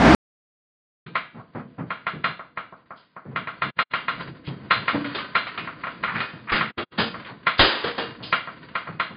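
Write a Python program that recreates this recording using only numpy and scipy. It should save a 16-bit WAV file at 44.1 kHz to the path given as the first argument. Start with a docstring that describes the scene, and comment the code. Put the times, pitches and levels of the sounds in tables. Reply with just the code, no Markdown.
"""Earthquake in a small shop

A brief roar breaks off, and after a silence the scene changes. The building rumbles, shelves rattle, cabinets
thud and a loose panel knocks again and again against its stop. Goods tip, slide and crash to the floor; thin,
high tones linger after the blows. The shop is heard through a narrow-band security camera microphone that drops
out briefly four times."""
import sys
import numpy as np
from scipy import signal
from scipy.fft import rfft, irfft, next_fast_len
from scipy.io import wavfile

SR = 44100
rng = np.random.default_rng(int(sys.argv[2]) if len(sys.argv) > 2 else 0)


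def output_pcm(signal):
    """Save a mono or channel-first signal as 16-bit PCM at the path in sys.argv[1].

    Samples are clipped to [-1, 1] before scaling.
    """
    pcm = np.clip(np.atleast_2d(signal).T, -1, 1) * 32767
    wavfile.write(sys.argv[1], SR, np.round(pcm).astype(np.int16))


N = 403956
TIME_S = np.arange(N) / SR
BLOW_S = np.arange(SR // 2) / SR   # time within one blow
MIC_TOP_HZ = 5050


def from_db(db):
    """Decibels to gain."""
    return np.exp(np.asarray(db) * (np.log(10) / 20))


def unit_rms(x):
    """Scale to unit power."""
    return x / np.sqrt(np.mean(x ** 2) + 1e-20)


def curves(rows):
    """Interpolate each column after t/s to every sample."""
    times_s, *columns = np.transpose(rows)
    return [np.interp(TIME_S, times_s, column) for column in columns]


def coloured(x, spectrum, tilt_db_oct=0):
    """Filter by a tilted spectrum, with 24 dB/octave skirts; unit power."""
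    size = next_fast_len(len(x))
    octave = np.log2(np.maximum(np.fft.rfftfreq(size, 1 / SR), 1))
    hz, db = np.transpose(spectrum)
    outside_oct = np.maximum(octave - np.log2(hz[-1]), 0) + np.maximum(np.log2(hz[0]) - octave, 0)
    gain_db = np.interp(octave, np.log2(hz), db) + tilt_db_oct * octave - 24 * outside_oct
    return unit_rms(irfft(rfft(x, size) * from_db(gain_db), size)[:len(x)])


def tilt_treble(x, tilt_db_oct, corner_hz):
    """Tilt each row of x above a corner."""
    size = x.shape[-1]
    octaves = np.log2(1 + (np.fft.rfftfreq(size, 1 / SR) / corner_hz) ** 4) / 4
    return irfft(rfft(x) * from_db(tilt_db_oct * octaves), size)


def wash(spectrum, tilt_db_oct=0):
    """Coloured noise, one blow long."""
    return coloured(rng.standard_normal(len(BLOW_S)), spectrum, tilt_db_oct)


def tone(hz):
    """Sine, one blow long."""
    return np.sin(2 * np.pi * hz * BLOW_S)


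def clang(partials=24, low_hz=1200):
    """Scattered partials of hard objects; unit power."""
    hz = rng.uniform(low_hz, MIC_TOP_HZ, (partials, 1))
    phase = 2 * np.pi * (hz * BLOW_S + rng.random((partials, 1)))
    return unit_rms(rng.standard_normal(partials) @ np.sin(phase.astype(np.float32)))


def contacts(per_s, size, spread_db):
    """Small impacts at random times."""
    out = np.zeros(size)
    at = np.flatnonzero(rng.random(size) < per_s / SR)
    signs = rng.choice([-1, 1], len(at))
    out[at] = signs * from_db(spread_db * np.minimum(rng.exponential(1, len(at)), 4))
    return out


def decay(t60_s, rise_s, hold_s=0):
    """Envelope: linear rise, hold, exponential fall."""
    falling_s = np.maximum(BLOW_S - rise_s - hold_s, 0)
    return np.minimum(BLOW_S / rise_s, 1) * from_db(-60 * falling_s / t60_s)


def burst(x, envelope):
    """Apply an envelope and scale to the envelope's energy."""
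    return x * envelope * np.sqrt(np.sum(envelope ** 2) / np.sum((x * envelope) ** 2))


def drift(per_s):
    """Lines between unit Gaussian knots."""
    knots = rng.standard_normal(2000)
    return np.interp(TIME_S * per_s, np.arange(len(knots)), knots)


def add(out, t_s, sound):
    """Mix a sound in at t_s."""
    at = max(int(t_s * SR), 0)
    out[at:at + len(sound)] += sound[:N - at]


# roar envelope: t/s, level/dB
ROAR_LEVELS = [(0.0, -15.5), (0.064, -10.5), (0.14, -11)]
# roar spectrum: f/Hz, level/dB
ROAR_SPECTRUM = [(25, -27), (65, -8), (95, -20), (140, -6.5), (175, -2.5), (230, -3), (320, -3),
                 (410, -10.5), (560, -14), (700, -9), (1100, -14.5), (1750, -16), (2700, -25.5),
                 (5000, -33.5), (11500, -59)]


def roar(end_s=0.1487):
    """Loud, dense noise that breaks off dead; then the scene changes."""
    level_db, = curves(ROAR_LEVELS)
    return from_db(level_db) * coloured(rng.standard_normal(N), ROAR_SPECTRUM) * (TIME_S < end_s)


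# shaking strength: t/s, rumble level/dB, rattle level/dB
SHAKING_LEVELS = [(1.06, -53, -59), (2.3, -55.5, -61), (2.75, -56.5, -61.5), (3.1, -67.5, -63.5),
                  (3.5, -54.5, -57.5), (4.2, -44.5, -37.5), (4.4, -51, -57.5), (4.9, -41, -35),
                  (5.3, -42.5, -39), (5.9, -46, -45), (6.2, -45.5, -40), (6.42, -47.5, -57),
                  (7.2, -47, -43), (7.55, -48, -51), (7.86, -51, -28.5), (8.15, -45, -50),
                  (8.5, -48.5, -47.5), (8.9, -48, -49), (9.16, -50, -53.5)]
# building spectrum: f/Hz, level/dB
RUMBLE_SPECTRUM = [(15, -37.5), (25, -17.5), (64, -9.5), (151, 3.5), (316, 0.5), (448, -15.5), (482, -3),
                   (607, -22.5), (672, -5.5), (800, -34.5), (1040, -42.5), (1760, -120)]


def building_rumble(sway, sway_db=3.2, flutter_db=1.1):
    """The building rumbles, surging as it sways."""
    level_db, _ = curves(SHAKING_LEVELS)
    gain = from_db(level_db + sway_db * sway + flutter_db * drift(per_s=29))
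    return gain * coloured(rng.standard_normal(N), RUMBLE_SPECTRUM)


# shelf spectrum: f/Hz, level/dB
RATTLE_SPECTRUM = [(240, -34.5), (400, 3), (829, -5.5), (1020, 7), (1180, 1), (1320, 1), (1500, 4),
                   (3080, -7), (4790, -10.5), (5000, -36), (6500, -62.5), (11000, -120)]


def shelf_rattle(sway, sway_db=1.5, packets=4):
    """Packets tick on their hooks, each with its own ring."""
    _, level_db = curves(SHAKING_LEVELS)
    ticks = np.zeros(N)
    for _ in range(packets):
        ring = rng.standard_normal(len(BLOW_S)) * decay(t60_s=0.19, rise_s=0.0012)
        ticks += signal.oaconvolve(contacts(per_s=45, size=N, spread_db=4.5), ring)[:N]
    return from_db(level_db + sway_db * sway) * coloured(ticks, RATTLE_SPECTRUM)


# cabinets against the walls: t/s, level/dB, judder hold/s, creak re thud/dB, hum f/Hz
CABINET_HITS = [(1.06, -39.5, 0.054, -18, 167.5), (1.343, -38.5, .04, -4, 233),
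                (1.547, -30.5, 0.042, -2, 235), (1.78, -25, 0.029, -8, 167.4),
                (2.133, -32.5, 0.022, -13, 155), (2.26, -35, 0.025, -10, 165.3),
                (3.249, -35, 0.15, -16, 140.8), (3.635, -32, 0.028, -19.5, 137),
                (4.17, -38.5, 0.092, -14, 165.5), (4.261, -36, 0.024, -13, 137),
                (4.471, -24, 0.013, -12, 134.5), (4.561, -35.5, 0.092, -17, 138),
                (4.76, -35.5, 0.058, -14, 113), (4.931, -25, 0.032, -1, 223.4),
                (6.135, -34, 0.046, -6, 224), (6.332, -35.5, 0.037, -10.5, 116.3),
                (6.525, -30, 0.1, -8, 219.7), (6.982, -22.5, 0.015, -20, 210.4),
                (7.303, -36, 0.011, -3, 116.4), (8.199, -41.5, 0.052, 2.5, 116.6),
                (8.884, -33.5, 0.024, -4.5, 165.7), (9.1, -39.5, 0.017, -4, 225)]
# thud spectrum: f/Hz, level/dB
THUD_SPECTRUM = [(40, -33), (90, -9), (135, 3), (200, -2), (300, -7), (450, -11.5), (700, -23.5),
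                 (1500, -29)]
# joint spectrum: f/Hz, level/dB
CREAK_SPECTRUM = [(200, -13.5), (450, 10.5), (1300, 8.5), (2200, -2), (3200, -18), (5000, -31)]


def cabinet_thuds(thud_t60_s=0.32, hum_t60_s=0.27, creak_t60_s=0.19, rise_s=0.0055, judder_db=2.0):
    """Heavy, soft contacts boom in the room; each cabinet hums while its joints creak."""
    out = np.zeros(N)
    for t_s, level_db, hold_s, creak_db, hum_hz in CABINET_HITS:
        thud = burst(wash(THUD_SPECTRUM), decay(thud_t60_s, rise_s, hold_s))
        hum = tone(hum_hz) * decay(hum_t60_s, rise_s, hold_s)
        creak = from_db(creak_db) * wash(CREAK_SPECTRUM) * decay(creak_t60_s, rise_s, hold_s)
        add(out, t_s, from_db(level_db) * (thud + hum + creak))
    return out * from_db(judder_db * drift(per_s=60))


# thin, high ringing tones: f/Hz, level/dB
HIGH_TONES = [(2132, -11), (2406, -8), (2519, 3), (2826, 4), (2896, -7), (3009, -5.5), (3112, 1), (3214, 5),
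              (3375, -5.5), (3741, -3.5), (3822, 1.5), (4300, -6), (4382, 4.5), (4592, 9), (4828, 9),
              (4969, -14.5)]


def thin_high_ring(drive, t60_s=0.28, wander_db=3.5):
    """Thin, high tones linger after the blows; now one stands out, now another."""
    out = np.zeros(N)
    radius = from_db(-60 / (t60_s * SR))
    for hz, db in HIGH_TONES:
        feedback = [1, -2 * radius * np.cos(2 * np.pi * hz / SR), radius * radius]
        ring = signal.lfilter([1 - radius, 0, radius - 1], feedback, drive + 1e-18)
        out += from_db(db + wander_db * drift(per_s=4.8)) * ring
    return out


# goods tipping: t/s, level/dB
CLACK_HITS = [(1.064,-40), (5.044,-28.5), (5.182,-25), (5.468,-27), (5.576,-23.5), (6.203,-20.5),
              (6.495,-25.5), (6.780,-25)]
# hard contact spectrum, clacks and knocks: f/Hz, level/dB
CONTACT_SPECTRUM = [(60, -22), (200, -6.5), (340, -12.5), (500, -10.5), (680, -4.5), (810, -8.5),
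                    (1020, -2), (1400, 3), (1750, -5), (2150, 0), (2800, -7.5), (4000, -10.5), (5000, -27)]


def tipping_clacks(tilt_db_oct=-0.5, ring_db=-8.0):
    """Small, hard goods tip over: a bright contact and a thin ring."""
    out = np.zeros(N)
    for t_s, level_db in CLACK_HITS:
        hit = burst(wash(CONTACT_SPECTRUM, tilt_db_oct), decay(t60_s=0.2, rise_s=0.00079))
        ring = coloured(clang(), CONTACT_SPECTRUM, tilt_db_oct) * decay(t60_s=0.43, rise_s=0.0015)
        add(out, t_s, from_db(level_db) * (hit + from_db(ring_db) * ring))
    return out


# panel strikes: t/s, level/dB
PANEL_HITS = [(1.154,-13), (1.395,-33), (1.904,-18), (2.067,-15), (2.242,-11), (2.393,-26), (2.573,-19.5),
              (2.724,-31.5), (2.906,-27.5), (3.164,-27.5), (3.36,-15.5), (3.472,-19.5), (3.62,-12.5),
              (3.789,-9.5), (3.936,-12.5), (4.082,-14), (4.708,-5.5), (4.88,-10.5), (5.352,-8.5),
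              (5.673,-22), (5.836,-20), (5.869,-21), (6.036,-14.5), (6.609,-13.5), (7.142,-24.5),
              (7.468,-8), (8.326,-8.5), (8.473,-24), (8.753,-15.5), (8.872,-24.5), (8.998,-13)]
# panel resonances: f/Hz, level/dB
PANEL_RESONANCES = [(481, -4.5), (540, -18), (672, -21), (893, -39), (974, 0.5), (1044, 11.5), (1092, -2.5),
                    (1205, -19.5), (1273, 10.5), (1343, 7.5), (1388, 16), (1448, -9.5), (1485, -7.5),
                    (1547, -8), (1601, -34.5), (1757, -4), (1851, 7.5), (1905, 0.5), (1999, -11),
                    (2099, -7), (2135, 4.5), (2174, -14.5), (2320, -30), (2410, -32.5), (2546, -8),
                    (2858, -29), (2993, -1)]


def panel_knocks(contact_s=0.0014, firm_db=-8.5, dulling_db=4, busy_db=-48.5, graze_db=-18.5):
    """A loose panel grazes, then hits its stop, with nearly the same ring and reflections each time."""
    out = np.zeros(N)
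    mode_hz, mode_db = np.transpose(PANEL_RESONANCES)
    modes = np.sin(2 * np.pi * (mode_hz[:, None] * BLOW_S + rng.random((len(mode_hz), 1))))
    reflections = rng.standard_normal(len(BLOW_S))
    fittings = np.array([coloured(clang(partials=12), CONTACT_SPECTRUM, -3.0) for _ in range(8)])
    ring_env = from_db(-4.0) * decay(t60_s=0.17, rise_s=contact_s)
    direct_env = from_db(-4.5) * decay(t60_s=0.088, rise_s=contact_s)
    room_env = from_db(-10.0) * decay(t60_s=0.31, rise_s=0.01)
    jangle_env = from_db(-15.5) * decay(t60_s=0.44, rise_s=contact_s)
    graze_env = from_db(graze_db) * decay(t60_s=0.071, rise_s=0.0085)
    _, rattle_db = curves(SHAKING_LEVELS)
    for t_s, level_db in PANEL_HITS:
        ring = unit_rms(from_db(mode_db + 1.2 * rng.standard_normal(len(mode_hz))) @ modes)
        noise = coloured(reflections + 0.5 * rng.standard_normal(len(BLOW_S)), CONTACT_SPECTRUM)
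        jangle = unit_rms(rng.standard_normal(len(fittings)) @ fittings)
        tilt_db_oct = -2 ** ((firm_db - level_db) / dulling_db)   # softer: duller
        tilt_db_oct += 0.11 * (rattle_db[int(t_s * SR)] - busy_db)   # busier shelves: brighter
        ring, noise, jangle = tilt_treble(np.array([ring, noise, jangle]), tilt_db_oct, corner_hz=1540)
        knock = ring * ring_env + burst(noise, np.hypot(direct_env, room_env)) + jangle * jangle_env
        add(out, t_s - 0.008, from_db(level_db) * noise * graze_env)
        add(out, t_s - contact_s / 2, from_db(level_db) * knock)
    return out


# slips along the shelves: t/s, level/dB, rise/s, t60/s, centre f/Hz
PACKET_SLIPS = [(2.954, -55.5, 0.025, 0.43, 3760), (4.443, -38, 0.041, 0.14, 2720),
                (6.071, -24, 0.014, 0.38, 1420), (6.141, -24.5, 0.016, 0.53, 1610),
                (6.469, -24, 0.04, 0.05, 1500), (6.521, -17, 0.0033, 0.52, 1640),
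                (7.245, -36.5, 0.0073, 0.15, 2040), (7.279, -37, 0.012, 0.16, 1210),
                (8.223, -32.5, 0.015, 0.31, 3850)]
# slip spectrum: f/centre, level/dB
SLIP_SPECTRUM = [(0.251, -30), (0.601, -4.5), (0.801, 3.5), (1.249, 1.5), (1.7, -6.5), (3.502, -45.5)]


def packet_slides():
    """Packets slip in a quick run of tiny catches, each packet at its own pitch."""
    out = np.zeros(N)
    for t_s, level_db, rise_s, t60_s, centre_hz in PACKET_SLIPS:
        spectrum = [(centre_hz * ratio, db) for ratio, db in SLIP_SPECTRUM]
        catches = coloured(contacts(per_s=1500, size=len(BLOW_S), spread_db=0.0), spectrum)
        add(out, t_s, from_db(level_db) * burst(catches, decay(t60_s, rise_s)))
    return out


# box landings: t/s, level/dB, lowest mode f/Hz
BOX_HITS = [(4.945, -18.5, 287.7), (5.045, -28, 284.5), (6.988, -29, 226), (6.992, -27, 465.4),
            (7.601, -26, 225.4), (7.842, -29, 472), (7.984, -28.5, 467)]
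# box resonances: f/lowest, level/dB, t60/s
BOX_RESONANCES = [(1, 1, 0.42), (1.085, -7, .26), (1.67, -8.5, 0.14), (2.08, -8.5, .15)]


def box_landings(waver=0.2):
    """Hollow boxes land and ring in low modes, wavering as they rock."""
    out = np.zeros(N)
    for t_s, level_db, lowest_hz in BOX_HITS:
        for ratio, mode_db, t60_s in BOX_RESONANCES:
            ring = tone(ratio * lowest_hz) * decay(t60_s, rise_s=0.006)
            add(out, t_s, from_db(level_db + mode_db) * ring)
    return out * (1 + waver * drift(per_s=72))


# goods landing: t/s, level/dB, rise/s, t60/s, tilt/(dB/octave), boom re clatter/dB
CRASH_HITS = [(5.147, -25.5, 0.0027, 0.26, -1, -34), (6.135, -34.5, 0.039, 0.74, -2.5, -14),
              (6.517, -22.5, 0.0044, 0.25, -1, -5.5), (6.545, -23.5, 0.012, 0.28, -1, -19),
              (6.771, -25.5, 0.01, 0.38, -6, -23), (6.975, -17.5, 0.023, 0.29, -0.5, -27),
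              (7.576, -17.5, 0.033, 0.24, 4, -21.5), (7.592, -7.5, 0.0015, 0.41, -1, -7.5),
              (7.620, -23.5, 0.014, 1, 0, -36), (7.839, -22.5, 0.003, 0.35, -4, -31.5),
              (7.978, -22, 0.0044, 0.33, -3, -33)]
# clatter spectrum: f/Hz, level/dB
CRASH_SPECTRUM = [(47, -50), (80, -20.5), (214, -9.5), (354, 1), (393, -0.5), (459, -0.5), (509, -0.5),
                  (772, -3), (1460, 0), (1860, -0.5), (2000, -6.5), (3600, -1.5), (5000, -10), (6500, -65),
                  (11000, -120)]
# floor spectrum: f/Hz, level/dB
BOOM_SPECTRUM = [(14, 11.5), (30, -5), (62, -2), (100, 2), (250, -38.5), (600, -32)]


def floor_crashes(ring_db=-11.0, ring_t60_s=0.42, boom_t60_s=0.18):
    """A falling heap: a shower of contacts smeared by the room; hard things clang, the floor booms."""
    out = np.zeros(N)
    for t_s, level_db, rise_s, t60_s, tilt_db_oct, boom_db in CRASH_HITS:
        impacts = contacts(per_s=900, size=len(BLOW_S), spread_db=2.0)
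        shower = coloured(impacts, CRASH_SPECTRUM, tilt_db_oct)
        smear = wash(CRASH_SPECTRUM, tilt_db_oct)
        clatter = burst(shower + smear, decay(t60_s, rise_s))
        ring = from_db(ring_db) * coloured(clang(), CRASH_SPECTRUM, tilt_db_oct)
        boom = from_db(boom_db) * burst(wash(BOOM_SPECTRUM), decay(boom_t60_s, rise_s))
        add(out, t_s, from_db(level_db) * (clatter + ring * decay(ring_t60_s, rise_s) + boom))
    return out


# dropouts: start t/s, end t/s, level/dB
MIC_DROPOUTS = [(3.711, 3.761, -41), (3.838, 3.904, -55), (6.717, 6.77, -36.5), (6.847, 6.913, -44)]


def camera_mic(x, start_s=1.062, fade_s=0.019, overload=0.8):
    """The small microphone rounds peaks and cuts treble; its sound starts abruptly and drops out."""
    gain_db = np.full(N, -2.0)
    for from_s, to_s, depth_db in MIC_DROPOUTS:
        inside_s = np.minimum(TIME_S - from_s, to_s - TIME_S)
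        gain_db += depth_db * np.clip(inside_s / fade_s + 0.5, 0, 1)
    rounded = overload * np.tanh(x / overload)
    gated = rounded * from_db(gain_db) * (TIME_S > start_s)
    lowpass = signal.ellip(10, 0.3, 80, MIC_TOP_HZ, fs=SR, output="sos")
    return signal.sosfilt(lowpass, gated + 1e-18)


def scene():
    """The roar, then the shaking shop; both channels alike."""
    sway = drift(per_s=11)
    rumble = building_rumble(sway)
    shelves = shelf_rattle(sway) + packet_slides()
    blows = from_db(-1.5) * panel_knocks() + from_db(-0.5) * tipping_clacks()
    blows += from_db(-2.5) * cabinet_thuds() + from_db(1.0) * floor_crashes() + box_landings()
    shop = rumble + shelves + blows + thin_high_ring(blows + shelves)
    return np.tile(roar() + camera_mic(shop), (2, 1))


def record(dry, cutoff_hz=12000):
    """Clip peaks, then low-pass."""
    lowpass = signal.cheby2(12, 70, cutoff_hz, fs=SR, output="sos")
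    return signal.sosfilt(lowpass, np.clip(dry, -0.9, 0.9) + 1e-18)


dry = scene()
out = record(dry)
output_pcm(out)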